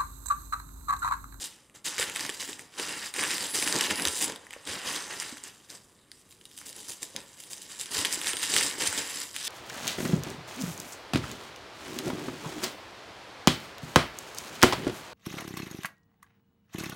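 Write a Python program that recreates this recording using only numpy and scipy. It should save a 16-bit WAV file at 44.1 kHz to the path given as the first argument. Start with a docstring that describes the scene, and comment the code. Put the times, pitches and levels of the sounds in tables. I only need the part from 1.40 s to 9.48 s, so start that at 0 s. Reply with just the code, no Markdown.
"""A quiet furnished room: two hands pull thin wrapping tissue off an object, just under a microphone.
Creases buckle in swarms of tiny clicks over the hiss of sliding paper, and larger folds snap.
The loose sheet flaps low, fingers bump the object and a thumb squeaks twice by stick-slip.
A short reverberation and steady room air lie behind; the microphone housing colours it all."""
import sys
import numpy as np
from scipy import signal
from scipy.io import wavfile
from scipy.ndimage import uniform_filter1d

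SR = 44100
rng = np.random.default_rng(int(sys.argv[2]) if len(sys.argv) > 2 else 0)


def wav_record(signal):
    """Record a signal, one row per channel, as 16-bit PCM in the file named by sys.argv[1]."""
    frames = np.transpose(np.atleast_2d(signal))
    bounded = np.clip(frames, -1, 1)
    # unit amplitude maps onto the largest positive 16-bit level
    quanta = np.round(bounded * 32767).astype(np.int16)
    wavfile.write(sys.argv[1], SR, quanta)


N = 356328


def gain_of(db):
    """Decibels to amplitude."""
    return 10 ** (np.asarray(db) / 20)


def unit_rms(x):
    """Scales to rms 1."""
    return x / np.sqrt(np.mean(x ** 2) + 1e-20)


def curve_at(points, hz):
    """Interpolates a curve on a log-frequency axis."""
    freq_hz, value = np.transpose(points)
    return np.interp(np.log(hz + 1), np.log(freq_hz + 1), value)


def coloured(x, spectrum):
    """Minimum-phase filter of unit energy with the given spectrum."""
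    gain_db = np.maximum(curve_at(spectrum, np.fft.rfftfreq(8192, 1 / SR)), -100)
    log_gain = np.log(gain_of(gain_db))
    mirrored = np.concatenate([log_gain, log_gain[-2:0:-1]])
    taps = np.fft.ifft(np.exp(np.conj(signal.hilbert(mirrored)))).real[:4096]
    return signal.oaconvolve(x, taps / np.linalg.norm(taps))[:len(x)]


def drift(cutoff_hz):
    """Low-passed noise of rms 1."""
    lowpass = signal.butter(2, cutoff_hz, fs=SR, output="sos")
    smooth = signal.sosfiltfilt(lowpass, rng.standard_normal(N + SR))
    return unit_rms(smooth[SR // 2:][:N])


def tilt(hz, slope_db_oct):
    """Gain that trades middle for treble at constant loudness."""
    slopes = np.linspace(-20, 20, 41)
    octaves = np.log2(np.linspace(1200, 11000, 30) / 5000)
    loudness = np.sqrt(np.mean(gain_of(np.outer(slopes, octaves)) ** 2, 1))
    gain = gain_of(slope_db_oct * np.log2(np.clip(hz, 1200, 15000) / 5000))
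    return gain / np.interp(slope_db_oct, slopes, loudness)


def add(mix, start_s, sound):
    """Mixes a sound in at start_s."""
    part = mix[round(start_s * SR):][:len(sound)]
    part += sound[:len(part)]


# Steady rustle of holding and turning the parcel: time_s, level_db, slope_db_oct
GRIP = [(0.0, -44.5, 2), (0.42, -78.5, -4.5), (0.5, -37.5, -4), (1.1, -45, 1.5), (1.3, -60, -3),
        (1.42, -34.5, -3.5), (1.64, -37.5, -3), (1.72, -59, 15), (1.8, -30, -1), (2.11, -39, 0),
        (2.2, -41, -9), (2.8, -35, 3), (3.0, -56.5, -2.5), (3.229, -52.5, -4.5), (3.3, -36, -5),
        (3.9, -39, -2), (4.0, -53.5, -2), (4.45, -60.5, 1), (4.7, -66, -6), (5.14, -58, 3.5),
        (5.2, -50.5, -3), (5.85, -53.5, 1), (6.45, -45.5, -2), (6.55, -37, -2.5), (7.8, -36.5, -1),
        (7.9, -48, 4), (8.08, -36, -1)]
# Tugs that crumple the tissue: start_s, hold_s, level_db, slope_db_oct, flap_offset_db
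TUGS = [(0.0, 0.037, -36, 2.5, -17.5), (0.339, 0.013, -50, -2.5, -10), (0.442, 0.034, -32.5, 0, -16.5),
        (0.578, 0.039, -28, -2, -14), (0.667, 0.0077, -39, -2, -8), (0.746, 0.021, -34.5, -3, -21),
        (0.79, 0.07, -36, -3, -16), (0.88, 0.008, -41.5, -5, -10), (0.988, 0.032, -33.5, -0.5, -13),
        (1.072, 0.013, -39, -2, -9), (1.179, 0.029, -49, -2, -5.5), (1.373, 0.038, -35, -3, -10.5),
        (1.64, 0.0098, -36, -4, -25), (1.734, 0.015, -35.5, -5.5, -13.5), (1.775, 0.011, -30, -5, -23),
        (1.816, 0.0043, -28, -7.5, -18), (1.889, 0.042, -32.5, -2, -11.5), (1.992, 0.044, -32.5, -3, -10),
        (2.132, 0.037, -26, 0, -18.5), (2.207, 0.014, -30, 1, -11), (2.253, 0.092, -28, -3, -15),
        (2.334, 0.073, -29, -4.5, -6), (2.402, 0.1, -31.5, -3, -14), (2.491, 0.012, -31.5, -6, -4.5),
        (2.572, 0.028, -32, -10, -7), (2.637, 0.014, -28, -5.5, -16), (2.799, 0.02, -26.5, 2.5, -12.5),
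        (2.862, 0.036, -39, -5.5, -2.5), (3.112, .035, -48, -4, -35), (3.261, 0.1, -38.5, -2, -5.5),
        (3.446, 0.11, -32, -4, -14.5), (3.694, 0.015, -34, -6.5, -12), (3.79, 0.028, -39, -3, -19),
        (3.96, 0.013, -46.5, -2, -13), (4.027, 0.043, -44.5, -2, -11), (4.286, 0.064, -48, -1.5, -8.5),
        (4.718, 0.08, -61.5, 4, -25), (4.887, 0.023, -57, 7, -26), (5.163, 0.0053, -44.5, 8, -19),
        (5.254, 0.029, -43.5, 4.5, -12), (5.351, 0.084, -48.5, 3, -9), (5.478, 0.006, -34, 7.5, -14.5),
        (5.613, 0.0053, -40.5, 6, -6.5), (5.739, 0.039, -48, -4, -0.5), (5.985, 0.046, -51, 10, -13),
        (6.095, 0.013, -38.5, 6, -15), (6.202, 0.014, -49, 7, -17), (6.288, 0.018, -41.5, -1, -16),
        (6.385, 0.015, -35.5, 1.5, -26), (6.503, 0.059, -32.5, 0.5, -13), (6.551, 0.061, -30.5, -2, -9.5),
        (6.638, 0.016, -35.5, -4, -8), (6.706, 0.021, -30.5, 1, -13), (6.851, 0.028, -26, -2.5, -17),
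        (7.014, 0.015, -28, -0.5, -16), (7.09, 0.042, -27.5, 1, -15), (7.146, 0.053, -25.5, -0.5, -10),
        (7.223, 0.037, -30.5, 0, -12.5), (7.394, 0.031, -28, -1.5, -12.5), (7.446, 0.02, -27.5, 0, -21),
        (7.523, 0.022, -34, -2, -16), (7.568, 0.015, -31.5, -1, -5.5), (7.734, 0.097, -39, 0.5, -37),
        (7.934, 0.062, -40.5, -2.5, -27), (8.029, .05, -35, 0.5, -34)]


def pull(rise_s=0.013, fall_db_per_s=325, grip_flap_db=-14.5):
    """Tugs rise fast, hold and die away over the grip; returns effort, spectral slope and flap gain."""
    time_s, *columns = np.transpose(GRIP)
    grip_db, grip_slope = (np.interp(np.arange(N) / SR, time_s, column) for column in columns)
    power = gain_of(grip_db) ** 2
    weighted_slope = power * grip_slope
    flap_power = power * gain_of(grip_flap_db) ** 2
    t = np.arange(SR // 2) / SR
    for start_s, hold_s, level_db, slope_db_oct, flap_offset_db in TUGS:
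        fall_db = fall_db_per_s * np.maximum(t - rise_s - hold_s, 0)
        tug_power = (np.minimum(t / rise_s, 1) * gain_of(level_db - fall_db)) ** 2
        add(power, start_s, tug_power)
        add(weighted_slope, start_s, tug_power * slope_db_oct)
        add(flap_power, start_s, tug_power * gain_of(flap_offset_db) ** 2)
    return np.sqrt(power), weighted_slope / power, np.sqrt(flap_power)


def buckle(noise, ring_hz, ring_cycles, decay_ms, burst_gain, edge):
    """A crease gives way: a sharp edge and a short burst, partly rung by the paper around it."""
    t = np.arange(len(noise)) / SR
    burst = noise * np.sqrt(t) * np.exp(-1000 * t / decay_ms)
    burst[0] = edge * np.linalg.norm(burst)
    ring = np.exp(-t * ring_hz / ring_cycles) * np.sin(2 * np.pi * ring_hz * t)
    return unit_rms(np.convolve(burst, ring)[:len(t)]) + burst_gain * unit_rms(burst)


# Spectrum of the tissue: freq_hz, gain_db
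TISSUE_SPECTRUM = [(300, -22), (550, -16), (970, -5), (1300, -4.5), (1800, 2.5), (4000, -3), (9000, 7.5),
                   (10600, 0.5), (11300, -6), (13500, -6.5), (16000, -14)]


def crinkle(effort, slope_db_oct, patches=20, clicks_per_s=1600, spread_db=4.5, clump_db=1.1):
    """Creases buckle in swarms over the sliding hiss; each patch of paper has its own pitch and pan."""
    size = gain_of(spread_db * np.minimum(rng.exponential(1, N), 2.7))
    size *= rng.random(N) < clicks_per_s / SR
    patch_of = rng.integers(0, patches, N)
    clicks = np.zeros((2, N))
    for patch, ring_hz in enumerate(np.geomspace(700, 15000, patches)):
        noise = rng.standard_normal(200)
        click = buckle(noise, ring_hz, ring_cycles=.9, decay_ms=.4, burst_gain=.22, edge=.45)
        at = np.flatnonzero(size * (patch_of == patch))
        train = np.zeros(N)
        train[at] = size[at] * np.sqrt(ring_hz) * tilt(ring_hz, slope_db_oct[at])
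        pan_db = 1.4 * rng.uniform(-0.84, 1)
        clicks += signal.oaconvolve(train, click)[:N] * gain_of([[pan_db], [-pan_db]])
    texture = unit_rms(clicks) + slide(slope_db_oct)
    clumped = unit_rms(texture * gain_of(clump_db * drift(cutoff_hz=28)))
    return np.array([coloured(channel, TISSUE_SPECTRUM) for channel in clumped * effort])


def slide(slope_db_oct, patchy_db=2.2, shifting_db=2.5, stereo_power=.025):
    """Paper slides on paper: a patchy hiss whose colour shifts as the folds change."""
    frames = N // 64 + 5
    hz = np.fft.rfftfreq(256, 1 / SR)[:, None]
    noise = rng.standard_normal((frames, len(hz), 6), dtype=np.float32)
    mid_re, mid_im, side_re, side_im, patches, shifts = noise.T
    patches = unit_rms(uniform_filter1d(uniform_filter1d(patches, 8, axis=0), 14, axis=1))
    shifts = unit_rms(uniform_filter1d(uniform_filter1d(shifts, 8, axis=0), 100, axis=1))
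    colour = tilt(hz, slope_db_oct[np.minimum(np.arange(frames) * 64, N - 1)])
    colour *= gain_of(patchy_db * patches + shifting_db * shifts)
    width = np.sqrt(stereo_power) * np.clip((14000 - hz) / 4000, .45, 1)  # narrower in the treble
    mid = mid_re + 1j * mid_im
    side = width * (side_re + 1j * side_im)
    _, hiss = signal.istft(np.array([mid + side, mid - side]) * colour, nperseg=256, noverlap=192)
    return unit_rms(hiss[:, :N])


# Snapping folds: start_s, level_db, ring_hz
SNAPS = [(0.297, -40, 3500), (0.3514, -43, 6080), (0.4514, -46, 7460), (0.4645, -19.5, 3000),
         (0.581, -12, 2490), (0.586, -21, 3000), (0.593, -22, 3000), (0.597, -18, 3530), (0.627, -10, 2900),
         (0.6972, -16.5, 2650), (0.76, -11.5, 4170), (0.769, -20, 3460), (0.7945, -14.5, 3680),
         (0.808, -15, 7900), (0.8508, -16, 1900), (0.863, -19.5, 6000), (0.8928, -14, 3040),
         (0.8985, -16.5, 3000), (1.013, -29, 2860), (1.0936, -23, 2410), (1.1297, -21, 6660),
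         (1.193, -22.5, 2600), (1.379, -33, 3000), (1.3969, -15.5, 3270), (1.4917, -19, 3120),
         (1.642, -23, 2730), (1.739, -16.5, 3800), (1.7628, -16.5, 2760), (1.7918, -11.5, 2610),
         (1.809, -17.5, 2630), (1.825, -19, 2300), (1.83, -12, 2500), (1.837, -9, 2580), (1.935, -13, 2800),
         (1.9811, -14, 4500), (2.1446, -23, 8650), (2.2244, -8.5, 2960), (2.275, -7.5, 2780),
         (2.325, -7.5, 6500), (2.356, -14, 6500), (2.362, -11, 6500), (2.387, -13, 7400),
         (2.4092, -4.5, 5000), (2.439, -12, 4500), (2.5056, -10, 3870), (2.5093, -7.5, 2220),
         (2.5565, -17.5, 8050), (2.597, -10, 3000), (2.621, -14, 9500), (2.6523, -4.5, 5330),
         (2.6725, -9, 6200), (2.683, -10, 8650), (2.728, -24, 8900), (2.879, -18.5, 8800),
         (2.8973, -21, 6130), (2.921, -22, 3000), (2.933, -34, 3000), (2.9594, -22.5, 3970),
         (3.067, -29, 1650), (3.107, -24, 2930), (3.119, -49, 2670), (3.13, -26, 2820), (3.1356, -22, 2850),
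         (3.2525, -29, 9130), (3.273, -19.5, 3760), (3.5104, -20, 2600), (3.5603, -15.5, 4030),
         (3.7995, -14.5, 8000), (3.8232, -18.5, 2450), (3.9697, -25.5, 1700), (4.0374, -23.5, 9400),
         (4.3015, -25.5, 7800), (4.716, -26.5, 4880), (4.9246, -36, 5000), (5.012, -35, 3800),
         (5.0538, -27.5, 4470), (5.114, -34, 3720), (5.1767, -29, 8850), (5.214, -26, 1700),
         (5.266, -34, 7200), (5.292, -37, 8750), (5.328, -28, 8300), (5.4964, -27, 9900),
         (5.622, -34, 8390), (5.6295, -17, 10000), (5.7627, -13.5, 6000), (5.803, -29, 3500),
         (5.931, -39, 7340), (5.9868, -42, 8950), (6.106, -41, 9600), (6.1322, -22, 8800),
         (6.219, -26, 8540), (6.391, -31, 9290), (6.4115, -16.5, 9700), (6.458, -21.5, 3660),
         (6.569, -16, 6000), (6.589, -14, 3570), (6.613, -19, 3000), (6.6486, -7, 3000),
         (6.653, -7.5, 4700), (6.7123, -23, 3210), (6.7262, -13.5, 9300), (6.733, -19, 8000),
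         (6.8145, -13.5, 3700), (6.8446, -16, 3780), (6.87, -9, 3700), (6.933, -12, 3840),
         (6.9684, -13, 4950), (6.995, -18, 3800), (7.0288, -11.5, 4050), (7.0992, -22, 9800),
         (7.1385, -6, 5040), (7.164, -0.5, 3800), (7.1827, -8, 6400), (7.209, -10.5, 2030),
         (7.2275, -12, 8900), (7.2328, -11, 8950), (7.264, -14, 8250), (7.311, -18, 4680),
         (7.387, -28, 9680), (7.4012, -21, 2980), (7.472, -10.5, 8150), (7.474, -10, 8650),
         (7.527, -8, 1340), (7.5765, -12.5, 3800), (7.83, -24, 7760), (7.9633, -12.5, 3800)]


def snaps(dull_below_hz=5000, crack_delay_s=.0007, tail_db=-17, tail_s=.005, push_db=-30, push_s=.0047):
    """Larger folds pop: a crack coloured by the fold, a crackling tail and a low push of the sheet."""
    cracks, pushes = np.zeros((2, N))
    t = np.arange(900) / SR
    push_envelope = np.sin(np.pi * t / t[-1]) * np.exp(-t / push_s)
    noises = rng.standard_normal((len(SNAPS), 3, len(t)))
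    for (start_s, level_db, ring_hz), (noise, puff, rattle) in zip(SNAPS, noises):
        burst_gain = 1.9 * min(ring_hz / dull_below_hz, 1)
        crack = buckle(noise, ring_hz, ring_cycles=.7, decay_ms=.45, burst_gain=burst_gain, edge=.8)
        highpass = signal.butter(1, ring_hz / 3, "high", fs=SR)  # small folds move little air
        crack = signal.lfilter(*highpass, crack)
        crack *= 2 / np.linalg.norm(crack)
        crackle = unit_rms(np.convolve(rattle ** 3, crack[:60])[:len(t)])
        tail = crackle * np.exp(-t / tail_s) / 2
        add(cracks, start_s + crack_delay_s, gain_of(level_db) * (crack + gain_of(tail_db) * tail))
        add(pushes, start_s, gain_of(level_db) * puff * push_envelope)
    return coloured(cracks, TISSUE_SPECTRUM) + gain_of(push_db) * coloured(pushes, FLAP_SPECTRUM)


# Spectrum of air pushed by the sheet: freq_hz, gain_db
FLAP_SPECTRUM = [(20, -37), (40, -19.5), (95, -5.5), (190, -3), (290, 2), (370, 2), (510, 0), (650, -7),
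                 (1000, -2.5), (2000, -60.5)]


def flap(gain, lumpy_db=2.2):
    """The loose sheet pushes air in soft low lumps."""
    lumps = gain_of(lumpy_db * drift(cutoff_hz=15.6)) * rng.standard_normal(N)
    return unit_rms(coloured(lumps, FLAP_SPECTRUM)) * gain


# Finger bumps: start_s, level_db, pitch_hz
BUMPS = [(0.594, -25.5, 463), (0.891, -33, 380), (1.088, -36.5, 350), (1.394, -28.5, 400),
         (1.784, -34, 427), (1.876, -35.5, 368), (2.183, -31.5, 363), (2.262, -37, 286), (2.504, -40, 95),
         (2.661, -29, 340), (2.668, -40, 80), (2.73, -35, 357), (2.895, -31, 476), (3.161, -37, 530),
         (3.288, -45, 91), (3.923, -35.5, 256), (6.771, -33.5, 333), (6.934, -33, 382), (6.58, -41, 95),
         (7.134, -30, 402), (7.38, -33, 367), (7.43, -31.5, 440), (7.479, -42, 90), (7.576, -34, 264)]


def finger_bumps(rise_cycles=.75, puff_gain=.3, puff_ref_hz=398, delay_s=.00204):
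    """Fingers knock the wrapped object: a few low cycles and a puff, softer for deeper bumps."""
    out = np.zeros(N)
    t = np.arange(2000) / SR
    puffs = signal.lfilter(*signal.butter(2, 1500, fs=SR), rng.standard_normal((len(BUMPS), len(t))))
    for (start_s, level_db, pitch_hz), puff in zip(BUMPS, puffs):
        age = t * pitch_hz / rise_cycles
        envelope = age * np.exp(1 - age)
        body = np.sin(2 * np.pi * pitch_hz * t) + puff_gain * pitch_hz / puff_ref_hz * unit_rms(puff)
        add(out, start_s + delay_s, gain_of(level_db) * envelope * body)
    return out


# Thumb glides, one list a squeak: time_s, pitch_hz, level_db
SQUEAK_GLIDES = [
    [(2.078, 9000, -47), (2.105, 10230, -39), (2.16, 10150, -39), (2.21, 10680, -40), (2.255, 10150, -41),
     (2.3, 10100, -42), (2.33, 9400, -50)],
    [(2.515, 9400, -52), (2.54, 10000, -42), (2.58, 10300, -41), (2.63, 10550, -40), (2.685, 10480, -42),
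     (2.705, 10020, -44), (2.785, 9900, -45)],
]
# Partials, one list a squeak: pitch_ratio, gain_db
SQUEAK_PARTIALS = [
    [(0.875, -8), (1.0, 0), (1.115, -14)],
    [(0.9, -8), (1.0, 0), (1.17, -10), (1.29, -20)],
]


def thumb_squeaks(pitch_jitter=.005, flutter_db=2.8, patchy_db=2.4):
    """Skin sticks and slips on taut paper: thin, unsteady partials that follow the thumb's speed."""
    out = np.zeros(N)
    waver, patchy = drift(cutoff_hz=424), drift(cutoff_hz=24.4)
    for glide, partials in zip(SQUEAK_GLIDES, SQUEAK_PARTIALS):
        time_s, pitch_hz, level_db = np.transpose(glide)
        t = np.arange(time_s[0], time_s[-1], 1 / SR)
        glide_hz = uniform_filter1d(np.interp(t, time_s, pitch_hz), 400)
        phase = 2 * np.pi * np.cumsum(glide_hz * (1 + pitch_jitter * waver[:len(t)])) / SR
        tone = sum(gain_of(gain_db) * np.sin(ratio * phase) for ratio, gain_db in partials)
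        unsteady_db = flutter_db * waver[-len(t):] + patchy_db * patchy[round(time_s[0] * SR):][:len(t)]
        add(out, time_s[0], gain_of(np.interp(t, time_s, level_db) + unsteady_db) * tone)
    return out


# Reverberation time: freq_hz, t60_s
ROOM_DECAY = [(200, 0.15), (800, 1), (2500, 0.36), (8000, 0.16)]
# Stereo width of the reflections: freq_hz, side_gain_db
ROOM_WIDTH = [(70, -22), (200, -8), (700, -11), (8000, -9), (12000, -42)]


def room(x):
    """Sparse reflections of random sign; each band dies at its own rate, the bass nearly mono."""
    length, spacing = SR // 2, 20
    jitter = rng.integers(0, spacing, (2, (length - 101) // spacing))
    arrivals = np.arange(100, length - spacing, spacing) + jitter
    taps = np.zeros((2, length))
    np.put_along_axis(taps, arrivals, rng.choice([-1., 1.], arrivals.shape), 1)
    hz, t, (mid, side) = signal.stft(taps, SR, nperseg=128)
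    side *= gain_of(curve_at(ROOM_WIDTH, hz))[:, None]
    decay = gain_of(-60 * t / curve_at(ROOM_DECAY, hz)[:, None])
    _, tail = signal.istft(np.array([mid + side, mid - side]) * decay, SR, nperseg=128)
    return signal.fftconvolve(x[None], tail / np.linalg.norm(tail[0]), axes=1)[:, :N]


# Spectrum of the room air: freq_hz, gain_db
AIR_SPECTRUM = [(15, -48), (25, -5.5), (97, 5.5), (354, 2.5), (887, -10), (1190, -2.5), (1370, -12),
                (5430, -28), (9070, -10), (16000, -31)]


def room_air(level_db=-62.5, width=.08):
    """The steady air of the room, nearly alike in both channels."""
    mid, side = (coloured(noise, AIR_SPECTRUM) for noise in rng.standard_normal((2, N)))
    return gain_of(level_db) * np.array([mid + width * side, mid - width * side])


def scene():
    """Paper and finger sounds with their reflections, slightly to the right, over the room air."""
    effort, slope_db_oct, flap_gain = pull()
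    impacts = snaps() + finger_bumps()
    rustle = gain_of(-1.5) * crinkle(effort, slope_db_oct) + flap(flap_gain) + thumb_squeaks()
    reverb = gain_of(-12) * room(impacts) + gain_of(-11.5) * room(rustle.mean(0))
    return (rustle + impacts + reverb) * gain_of([[-.2], [.2]]) + room_air()


# Microphone housing resonances: centre_hz, width_hz, gain_db
HOUSING_RESONANCES = [(1800, 44, 1.5), (3000, 590, 4.5), (3800, 634, 7), (4880, 720, 5.5), (6150, 200, 6),
                      (7660, 330, 4), (9700, 270, -2)]


def record(dry, cutoff_hz=15700):
    """The microphone housing colours the sound; a steep low-pass limits the band."""
    hz = np.geomspace(500, 20000, 400)
    housing_db = sum(gain_db * 0.5 ** ((2 * (hz - centre_hz) / width_hz) ** 2)
                     for centre_hz, width_hz, gain_db in HOUSING_RESONANCES)
    heard = np.array([coloured(channel, np.transpose([hz, housing_db])) for channel in dry])
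    lowpass = signal.firwin(511, cutoff_hz, window=("kaiser", 10), fs=SR)
    return signal.oaconvolve(heard, lowpass[None], "same")


dry = scene()
out = record(dry)
wav_record(out)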